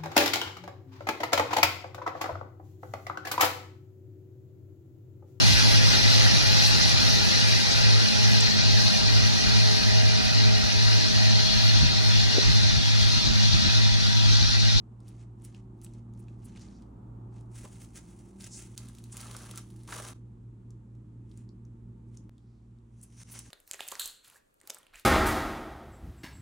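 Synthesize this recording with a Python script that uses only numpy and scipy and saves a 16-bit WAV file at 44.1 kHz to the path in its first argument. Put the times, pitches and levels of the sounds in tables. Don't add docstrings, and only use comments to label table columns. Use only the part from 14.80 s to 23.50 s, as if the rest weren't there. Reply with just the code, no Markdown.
import sys
import numpy as np
from scipy import signal
from scipy.fft import rfft, irfft, next_fast_len
from scipy.io import wavfile

SR = 44100
rng = np.random.default_rng(int(sys.argv[2]) if len(sys.argv) > 2 else 0)


def log_audio(samples):
    frames = np.atleast_2d(samples).T
    limited = np.clip(frames, -1, 1)
    pcm = np.round(limited * 32767).astype(np.int16)
    wavfile.write(sys.argv[1], SR, pcm)


N = 383662
TIME_S = np.arange(N) / SR

# (start [s], beat crest [s], hum [dB], buzz [dB], casing [dB], rumble [dB], draught [dB])
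PASSAGES = [(0, 0.416, -51, -69, 2.5, -54.5, -73), (3.955, 4.05, -49, -60, 0.5, -55.5, -76),
            (5.336, 5.452, -49.5, -59.5, 0.3, -55.5, -83), (7.4945, 7.694, -55.5, -64, -10.5, -61, -83),
            (8.435, 8.58, -55, -70, -14, -59.5, -78)]
# (time [s], gain [dB])
HUM_WAVER = [(0, 0), (.42, 4.5), (.8, 1), (1.45, 6), (2.0, -7.5), (2.4, 7), (2.7, 5), (3.3, -6.5),
             (3.7, -1.5)]
# (time [s], level [dB])
MOTOR_OVERTONE = [(0, -63.5), (.9, -67.5), (1.2, -56.5), (2.0, -60), (3.3, -70.5), (3.85, -67), (4.1, -57),
                  (5.1, -67), (6.2, -67.5), (6.8, -59), (7.8, -64)]
# (frequency [Hz], width [Hz], level [dB])
CASING_MODES = [(193.6, 4.4, -62), (312.6, 2.7, -70), (345.8, 2.9, -70.5), (374.5, 2.5, -74.5),
                (899, 28, -87)]
# (frequency [Hz], level [dB])
RUMBLE_SPECTRUM = [(22, -31), (44, 6.5), (62, -2.5), (82, -8.5), (105, 7.5), (135, -5), (175, 3.5),
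                   (260, -2.5), (360, -6.5), (470, -17), (660, -30.5), (1100, -31), (1700, -39.5),
                   (4000, -62.5)]
DRAUGHT_SPECTRUM = [(300, -5.5), (720, 8.5), (900, 10.5), (1020, 5.5), (1300, 2), (2200, -35)]
HISS_SPECTRUM = [(400, 14.5), (750, 5), (1100, 14), (1600, 7.5), (3500, 3), (5000, -2.5), (7500, 3),
                 (10000, -2.5), (12500, -16.5), (16000, -36)]
# (frequency [Hz], side over mid [dB])
AIR_WIDTH = [(130, -16), (260, -15), (520, 2), (1000, 0.5), (4000, -2.5), (12000, -7.5)]
CLOSE_WIDTH = [(400, -16), (3000, -34), (7000, -5), (10000, -7), (13000, -1.5)]
# (frequency [Hz], level [dB])
GLOVE_SPECTRUM = [(350, -32.5), (600, -5.5), (1030, -21), (1260, -9), (2200, -7.5), (3680, -10.5),
                  (4840, -7.5), (6120, 4), (9240, 7.5), (10300, 6), (12000, -14), (14900, -6.5)]
FILM_SPECTRUM = [(200, -26), (350, 4), (1200, 2.5), (1700, -1.5), (2500, -12), (5000, -22), (6100, -15),
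                 (7500, -19), (10200, -15), (11900, -30), (16000, -30)]
MAT_SPECTRUM = [(350, -11.5), (1180, -9.5), (2440, -7), (4460, -13), (5500, -8), (8270, 0.5), (9360, 3),
                (11500, -13.5), (16000, -17)]
# (frequency [Hz], gain [dB])
PORT_NOTCH = [(10200, -3), (12000, -14), (15000, -5.5)]
# (time [s], level [dB], centre [Hz])
GLOVE_SNAPS = [(0.2037, -53.5, 7000), (0.2813, -42.5, 5730), (0.621, -46, 9500), (0.6492, -35, 9100),
               (1.0156, -42, 9000), (1.046, -34.5, 8800), (1.1366, -45, 6500), (1.337, -52.5, 6500),
               (1.7945, -47, 6440), (1.816, -48.5, 5700), (2.0223, -51, 4400), (2.8524, -41, 7940),
               (3.0468, -48, 5000), (3.6084, -34, 5760), (3.6214, -36, 10100), (3.642, -33, 5700),
               (3.6665, -42, 5400)]
# (time [s], swish [dB], rub [dB])
THUMB_STROKES = [(0.287, -63.5, -71), (0.65, -55.5, -72), (1.041, -57.5, -75.5), (1.399, -65, -79.5),
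                 (1.655, -58.5, -74.5)]
# (time [s], level [dB], centre [Hz])
DOUGH_SMACKS = [(0.7463, -42.5, 2880), (1.0638, -48, 2950), (1.483, -50.5, 2550), (1.7598, -46.5, 2650),
                (1.7742, -44, 2700)]
# (time [s], half length [s], level [dB], centre [Hz])
FINGER_SLIDES = [(1.818, 0.015, -61.5, 5600), (1.96, 0.025, -73, 5470), (3.032, 0.014, -64.5, 11500),
                 (3.738, 0.018, -50.5, 6500), (3.772, 0.027, -51.5, 7450), (4.329, 0.0062, -49, 7940),
                 (7.72, 0.1, -86.5, 4760), (8.236, 0.0046, -50.5, 9700), (8.526, 0.0081, -49, 11600)]
# (time [s], half length [s], level [dB])
HAND_PRESSES = [(1.83, 0.089, -70), (2.58, 0.026, -72.5), (2.778, 0.022, -60.5), (2.845, 0.02, -64),
                (2.93, 0.084, -70), (3.02, 0.024, -66.5), (3.168, 0.014, -58.5), (3.31, 0.15, -74.5),
                (3.609, 0.011, -59.5), (3.644, 0.0084, -57.5), (3.667, 0.0063, -57), (3.805, 0.032, -61),
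                (3.89, 0.2, -74)]
# (time [s], level [dB], centre [Hz])
SOFT_PATS = [(2.841, -40.5, 470), (2.849, -37.5, 600), (5.123, -25, 1240)]
# (start [s], length [s], level [dB], sag [dB/s])
FILM_PULLS = [(3.928, 0.17, -67.5, 38), (4.317, 0.48, -59.5, 8.5), (5.073, 0.23, -49, 33.5)]
# (frequency [Hz], width [Hz], level over the pull [dB])
FILM_MODES = [(574, 730, -5), (1230, 180, -1), (1420, 170, -19)]
# (time [s], level [dB])
FILM_POPS = [(3.9776, -22.5), (4.0864, -36), (4.15, -40.5), (4.185, -36), (4.24, -35.5), (4.3692, -21.5),
             (4.3772, -27), (4.4057, -28), (4.4124, -30), (4.512, -32), (4.566, -22.5), (4.7115, -25.5),
             (4.7586, -31), (4.7754, -23), (4.7812, -28), (4.9035, -43), (4.9627, -41.5), (5.034, -44),
             (6.152, -60)]
# (time [s], level [dB], centre [Hz])
FILM_CLUCKS = [(4.547, -38.5, 1280), (4.691, -43, 1170), (4.7361, -42, 1210), (5.087, -37, 1198),
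               (5.199, -34, 620)]
# (time [s], level [dB], centre [Hz])
DISH_TICKS = [(5.9058, -47, 6940), (6.5145, -45.5, 3530), (6.5745, -42, 7500), (6.691, -47, 4570),
              (6.8516, -52, 6140), (7.3726, -35, 6750), (7.581, -51, 3400), (7.987, -60, 3600),
              (8.214, -43, 8100)]
# (stop [s], level [dB])
MAT_SLIDES = [(6.6, -72.5), (7.375, -77), (8.24, -77), (8.434, -61.5), (8.581, -56.5), (8.69, -70)]
# (frequency [Hz], width [Hz], level [dB])
DISH_MODES = [(6100, 690, -52.5), (9350, 410, -56)]
# (time [s], level [dB], centre [Hz])
DISH_KNOCKS = [(8.551, -50, 950), (8.589, -47.5, 900), (8.5895, -28, 8650)]

CUTOFF_HZ = 16000


def from_db(db):
    return 10 ** (np.asarray(db) / 20)


def unit_rms(x):
    return x / np.sqrt(np.mean(x ** 2) + 1e-20)


def gain_curve(rows):
    return from_db(np.interp(TIME_S, *np.transpose(rows)))


def bell(at_s, half_s):
    distance = np.minimum(np.abs((TIME_S[::16] - at_s) / half_s), 8)
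    return np.interp(TIME_S, TIME_S[::16], np.exp(-distance ** 1.6))


def strokes(rows):
    return np.sqrt(sum(from_db(db) ** 2 * bell(at_s, half_s) for at_s, half_s, db in rows))


def passage_columns():
    rows = np.array(PASSAGES)
    return rows[np.searchsorted(rows[:, 0], TIME_S, side="right") - 1].T


def colour(x, spectrum):
    size = 2 * next_fast_len(N // 2 + 4096)
    hz, db = np.transpose(spectrum)
    bins_hz = np.arange(size // 2 + 1) * SR / size
    log_gain = np.log(from_db(np.interp(np.log(bins_hz + 1), np.log(hz), db)))
    cepstrum = irfft(log_gain)[:size // 2]
    cepstrum[1:] *= 2
    return irfft(rfft(x, size) * np.exp(rfft(cepstrum, size)))[..., :N]


def band(x, low_hz, high_hz, order=2):
    sos = signal.butter(order, [low_hz, min(high_hz, SR * .48)], "band", fs=SR, output="sos")
    return signal.sosfilt(sos, x)


def resonate(x, hz, width_hz):
    r = np.exp(-np.pi * width_hz / SR)
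    poles = [1, -2 * r * np.cos(2 * np.pi * hz / SR), r * r]
    return signal.lfilter(np.array([1, 0, -1]) * (1 - r * r) / 2, poles, x)


def bent_resonance(x, hz, width_hz, bend):
    carrier = np.exp(2j * np.pi * np.cumsum(hz * (1 + bend)) / SR)
    ringing = signal.lfilter([1], [1, -np.exp(-np.pi * width_hz / SR)], x / carrier + 1e-18)
    return unit_rms(band((ringing * carrier).real, hz / 2, hz * 2))


def drift(rate_hz):
    hop = 40
    r = np.exp(-2 * np.pi * rate_hz * hop / SR)
    slow = signal.lfilter([1], [1, -2 * r, r * r], rng.standard_normal(N // hop + 2002))[2000:]
    return np.interp(np.arange(N) / hop, np.arange(len(slow)), unit_rms(slow))


def fridge(rumble_gain, shaft_hz=57.87, mains_hz=60):
    _, crest_s, hum_db, buzz_db, casing_db, *_ = passage_columns()
    waver = np.where(TIME_S < PASSAGES[1][0], gain_curve(HUM_WAVER), 1)
    rad_per_hz = 2 * np.pi * (TIME_S - crest_s)
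    hum = from_db(hum_db) * waver * np.cos(2 * shaft_hz * rad_per_hz)
    buzz = from_db(buzz_db) * np.cos(2 * mains_hz * rad_per_hz)
    shaft_gain = from_db(-58 - 0.5 * drift(4.3)) * unit_rms(np.sqrt(rumble_gain))
    shaft = shaft_gain * np.cos(shaft_hz * rad_per_hz + rng.uniform(0, 2 * np.pi))
    overtone = gain_curve(MOTOR_OVERTONE) * np.cos(4 * shaft_hz * rad_per_hz)
    casing = 0
    for hz, width_hz, db in CASING_MODES:
        drone = resonate(rng.standard_normal(N), hz, width_hz)
        casing += from_db(db) * unit_rms(resonate(drone, hz, width_hz))
    return np.sqrt(2) * (hum + buzz + shaft + overtone) + from_db(casing_db) * casing


def air_gains(swell_s=2.17, half_s=0.71, draught_lag_s=0.19):
    *_, rumble_db, draught_db = passage_columns()
    return (from_db(rumble_db + 4 * bell(swell_s, half_s)),
            from_db(draught_db + 5 * bell(swell_s + draught_lag_s, half_s)))


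def room_air(spectrum):
    mid, side = (unit_rms(colour(rng.standard_normal(N), spectrum)) for _ in range(2))
    return mid + colour(side, AIR_WIDTH) * [[1], [-1]]


def snaps(events, decay_s, width_ratio, flutter_db, flutter_s):
    out, t = np.zeros(N + SR), TIME_S[:SR // 10]
    envelope = t / decay_s * np.exp(1 - t / decay_s) + from_db(flutter_db) * np.exp(-t / flutter_s)
    for at_s, db, hz in events:
        noise = rng.standard_normal(len(t)) * envelope
        burst = band(resonate(noise, hz, width_ratio * hz), hz / 5, CUTOFF_HZ)
        start = round(at_s * SR)
        out[start:start + len(t)] += from_db(db) * burst / np.max(np.abs(burst))
    return colour(out[:N], PORT_NOTCH)


def slips(per_s, spread_db):
    sizes = from_db(spread_db * np.minimum(rng.exponential(1, N), 4)) * rng.choice([-1, 1], N)
    return unit_rms(sizes * (rng.random(N) < per_s / SR))


def crinkle(per_s, low_hz, high_hz, q, count=16):
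    pitches_hz = np.geomspace(low_hz, high_hz, count)
    return unit_rms(sum(unit_rms(resonate(slips(per_s / count, 2.7), hz, hz / q)) for hz in pitches_hz))


def friction(crisp_gain, dull_gain, spectrum, norm_low_hz, split_hz, per_s, spread_db, clump_db, smooth_db):
    grain = slips(per_s, spread_db) + from_db(smooth_db) * rng.standard_normal(N)
    rub = colour(grain * from_db(clump_db * drift(46)), spectrum)
    crisp = unit_rms(band(rub, split_hz, SR / 2, order=3))
    dull = band(rub, 290, split_hz, order=3)
    dull /= np.std(band(dull, norm_low_hz, CUTOFF_HZ, order=4))
    return crisp * crisp_gain + dull * dull_gain


def hand_pressure(half_s=0.03, push_lag_s=0.0083, return_lag_s=0.11):
    pushes = [(at_s + push_lag_s, half_s, db) for at_s, _, db in THUMB_STROKES]
    returns = [(at_s + return_lag_s, half_s, db - 1.5) for at_s, _, db in THUMB_STROKES]
    return strokes(pushes + returns + list(HAND_PRESSES))


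def thumb_crinkle(half_s=0.049, level_db=-82):
    pushes = strokes([(at_s, half_s, level_db) for at_s, *_ in THUMB_STROKES])
    ticks = crinkle(per_s=260, low_hz=4500, high_hz=13000, q=2.5)
    return pushes * unit_rms(colour(ticks, PORT_NOTCH))


def glove_on_dough(hand_open_s=2.6, muffle_hz=6140):
    pressure = hand_pressure()
    closed = TIME_S < hand_open_s
    rub = friction(pressure * from_db(2.5), pressure, GLOVE_SPECTRUM, norm_low_hz=1770, split_hz=4350,
                   per_s=1400, spread_db=1.5, clump_db=3, smooth_db=-4.5)
    rub = np.where(closed, band(rub, 280, muffle_hz), rub)
    ticks = colour(crinkle(per_s=150, low_hz=2400, high_hz=9000, q=8), PORT_NOTCH)
    sticky = from_db(np.where(closed, -1, -4)) * pressure * ticks
    creases = snaps(GLOVE_SNAPS, decay_s=0.00026, width_ratio=0.56, flutter_db=-5.5, flutter_s=0.005)
    smacks = snaps(DOUGH_SMACKS, decay_s=0.0009, width_ratio=0.3, flutter_db=-20, flutter_s=0.0054)
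    pats = snaps(SOFT_PATS, decay_s=0.0029, width_ratio=0.42, flutter_db=-18, flutter_s=0.015)
    return from_db(2.64) * rub + sticky + thumb_crinkle() + creases + smacks + pats


def finger_swishes(thumb_half_s=0.0063, thumb_hz=10400, edge_ratio=1.255):
    grain = colour(slips(per_s=5000, spread_db=2.5), PORT_NOTCH)
    thumb = [(at_s, thumb_half_s, db, thumb_hz) for at_s, db, _ in THUMB_STROKES]
    return sum(strokes([(at_s, half_s, db)]) * unit_rms(band(grain, hz / edge_ratio, hz * edge_ratio))
               for at_s, half_s, db, hz in thumb + list(FINGER_SLIDES))


def film_pull(attack_s=0.076, release_s=0.021, slack_db=-81.5):
    pull = from_db(slack_db)
    for start_s, length_s, db, sag_db_per_s in FILM_PULLS:
        age_s = np.maximum(TIME_S - start_s, 0)
        attack = np.sqrt(np.minimum(age_s / attack_s, 1))
        release = np.exp(-np.maximum(age_s - length_s, 0) / release_s)
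        pull = np.hypot(pull, from_db(db - sag_db_per_s * age_s) * attack * release)
    return pull * (TIME_S >= PASSAGES[1][0]) * (TIME_S < PASSAGES[2][0])


def film_squeak(flutter_db=5.5, flutter_hz=25):
    bend = 0.086 * drift(15)
    squeak = 0
    for hz, width_hz, db in FILM_MODES:
        drive = slips(per_s=1200, spread_db=4.5) * from_db(flutter_db * drift(flutter_hz))
        squeak += from_db(db) * bent_resonance(drive, hz, width_hz, bend)
    return squeak


def cling_film(pop_hz=6330):
    pull = film_pull()
    crisp_gain = from_db(-9) * pull ** 0.75
    rub = friction(crisp_gain, pull, FILM_SPECTRUM, norm_low_hz=605, split_hz=3300,
                   per_s=1800, spread_db=0, clump_db=2, smooth_db=-9.5)
    folds = from_db(-3) * crisp_gain * crinkle(per_s=260, low_hz=1400, high_hz=10500, q=2.2)
    creases = [(at_s, db, pop_hz) for at_s, db in FILM_POPS]
    pops = snaps(creases, decay_s=0.00021, width_ratio=2.2, flutter_db=-8, flutter_s=0.0053)
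    clucks = snaps(FILM_CLUCKS, decay_s=0.0018, width_ratio=0.2, flutter_db=-20, flutter_s=0.008)
    return from_db(-1) * rub + pull * film_squeak() + colour(folds, PORT_NOTCH) + pops + clucks


def mat_drag(swell_db_per_s=203, hold_s=0.034, fade_db_per_s=240):
    passage_start_s = passage_columns()[0]
    drag = 0
    for stop_s, db in MAT_SLIDES:
        swell_db = np.minimum(TIME_S - stop_s + hold_s, 0) * swell_db_per_s
        fade_db = np.maximum(TIME_S - stop_s, 0) * fade_db_per_s
        drag += from_db(db + swell_db - fade_db) * (passage_start_s < stop_s)
    return drag


def dishes():
    drag = mat_drag()
    rub = friction(from_db(-4) * drag, drag, MAT_SPECTRUM, norm_low_hz=1800, split_hz=6000,
                   per_s=2000, spread_db=2, clump_db=3.5, smooth_db=0.5)
    ticks = snaps(DISH_TICKS, decay_s=0.0001, width_ratio=0.22, flutter_db=-11, flutter_s=0.0029)
    knocks = snaps(DISH_KNOCKS, decay_s=0.0016, width_ratio=0.48, flutter_db=-19, flutter_s=0.0086)
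    return from_db(0.7) * rub + dish_rasp(drag) + band(ticks, 3900, CUTOFF_HZ) + knocks


def dish_rasp(drag):
    catches = slips(per_s=1100, spread_db=1.5)
    bend = 0.018 * drift(14)
    ring = sum(from_db(db) * bent_resonance(catches, hz, width_hz, bend) for hz, width_hz, db in DISH_MODES)
    return drag / drag.max() * colour(ring, PORT_NOTCH) * (TIME_S > PASSAGES[3][0])


def kitchen(x, t60_s, room_db, scatter_s):
    t = TIME_S[:SR // 2]
    tails = band(rng.standard_normal((2, len(t))), 300, 9000, order=1)
    tails *= from_db(-60 * t / t60_s) * (t > .004)
    tails /= np.linalg.norm(tails, axis=1, keepdims=True)
    reverb = signal.fftconvolve(x[None], tails, axes=1)[:, :N]
    scatter = rng.standard_normal(len(t)) * t * np.exp(-t / scatter_s)
    scatter = np.concatenate([-scatter[::-1], scatter[1:]])
    scatter /= np.linalg.norm(scatter)
    width = from_db(np.interp(np.fft.rfftfreq(len(scatter), 1 / SR), *np.transpose(CLOSE_WIDTH)))
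    side = signal.fftconvolve(x, irfft(rfft(scatter) * width, len(scatter)), mode="same")
    return x + side * [[1], [-1]] + from_db(room_db) * reverb


def worktop(x, delays_s=(0.0019, 0.0024), bounce_db=-15):
    bounce = [np.interp(TIME_S - lag_s, TIME_S, channel, left=0) for lag_s, channel in zip(delays_s, x)]
    return x + from_db(bounce_db) * np.array(bounce)


def scene():
    work = glove_on_dough() + finger_swishes() + cling_film() + dishes()
    work = worktop(kitchen(work, t60_s=0.19, room_db=-10.5, scatter_s=0.00027))
    rumble_gain, draught_gain = air_gains()
    background = fridge(rumble_gain) + rumble_gain * room_air(RUMBLE_SPECTRUM)
    background += draught_gain * room_air(DRAUGHT_SPECTRUM) + from_db(-81.5) * room_air(HISS_SPECTRUM)
    return work + background * from_db([[-.45], [.45]])


def record(dry, recover_s=0.018, click_s=7.4945, click_db=-45, click_decay_s=0.00084):
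    for start_s, *_ in PASSAGES[1:]:
        dry = dry * np.where(TIME_S < start_s, 1, np.clip((TIME_S - start_s) / recover_s, 0, 1))
    click = from_db(click_db) * (TIME_S >= click_s) * np.exp(-np.abs(TIME_S - click_s) / click_decay_s)
    low_pass = signal.cheby2(16, 60, CUTOFF_HZ + 500, fs=SR, output="sos")
    return signal.sosfilt(low_pass, dry + click)


dry = scene()
out = record(dry)
log_audio(out)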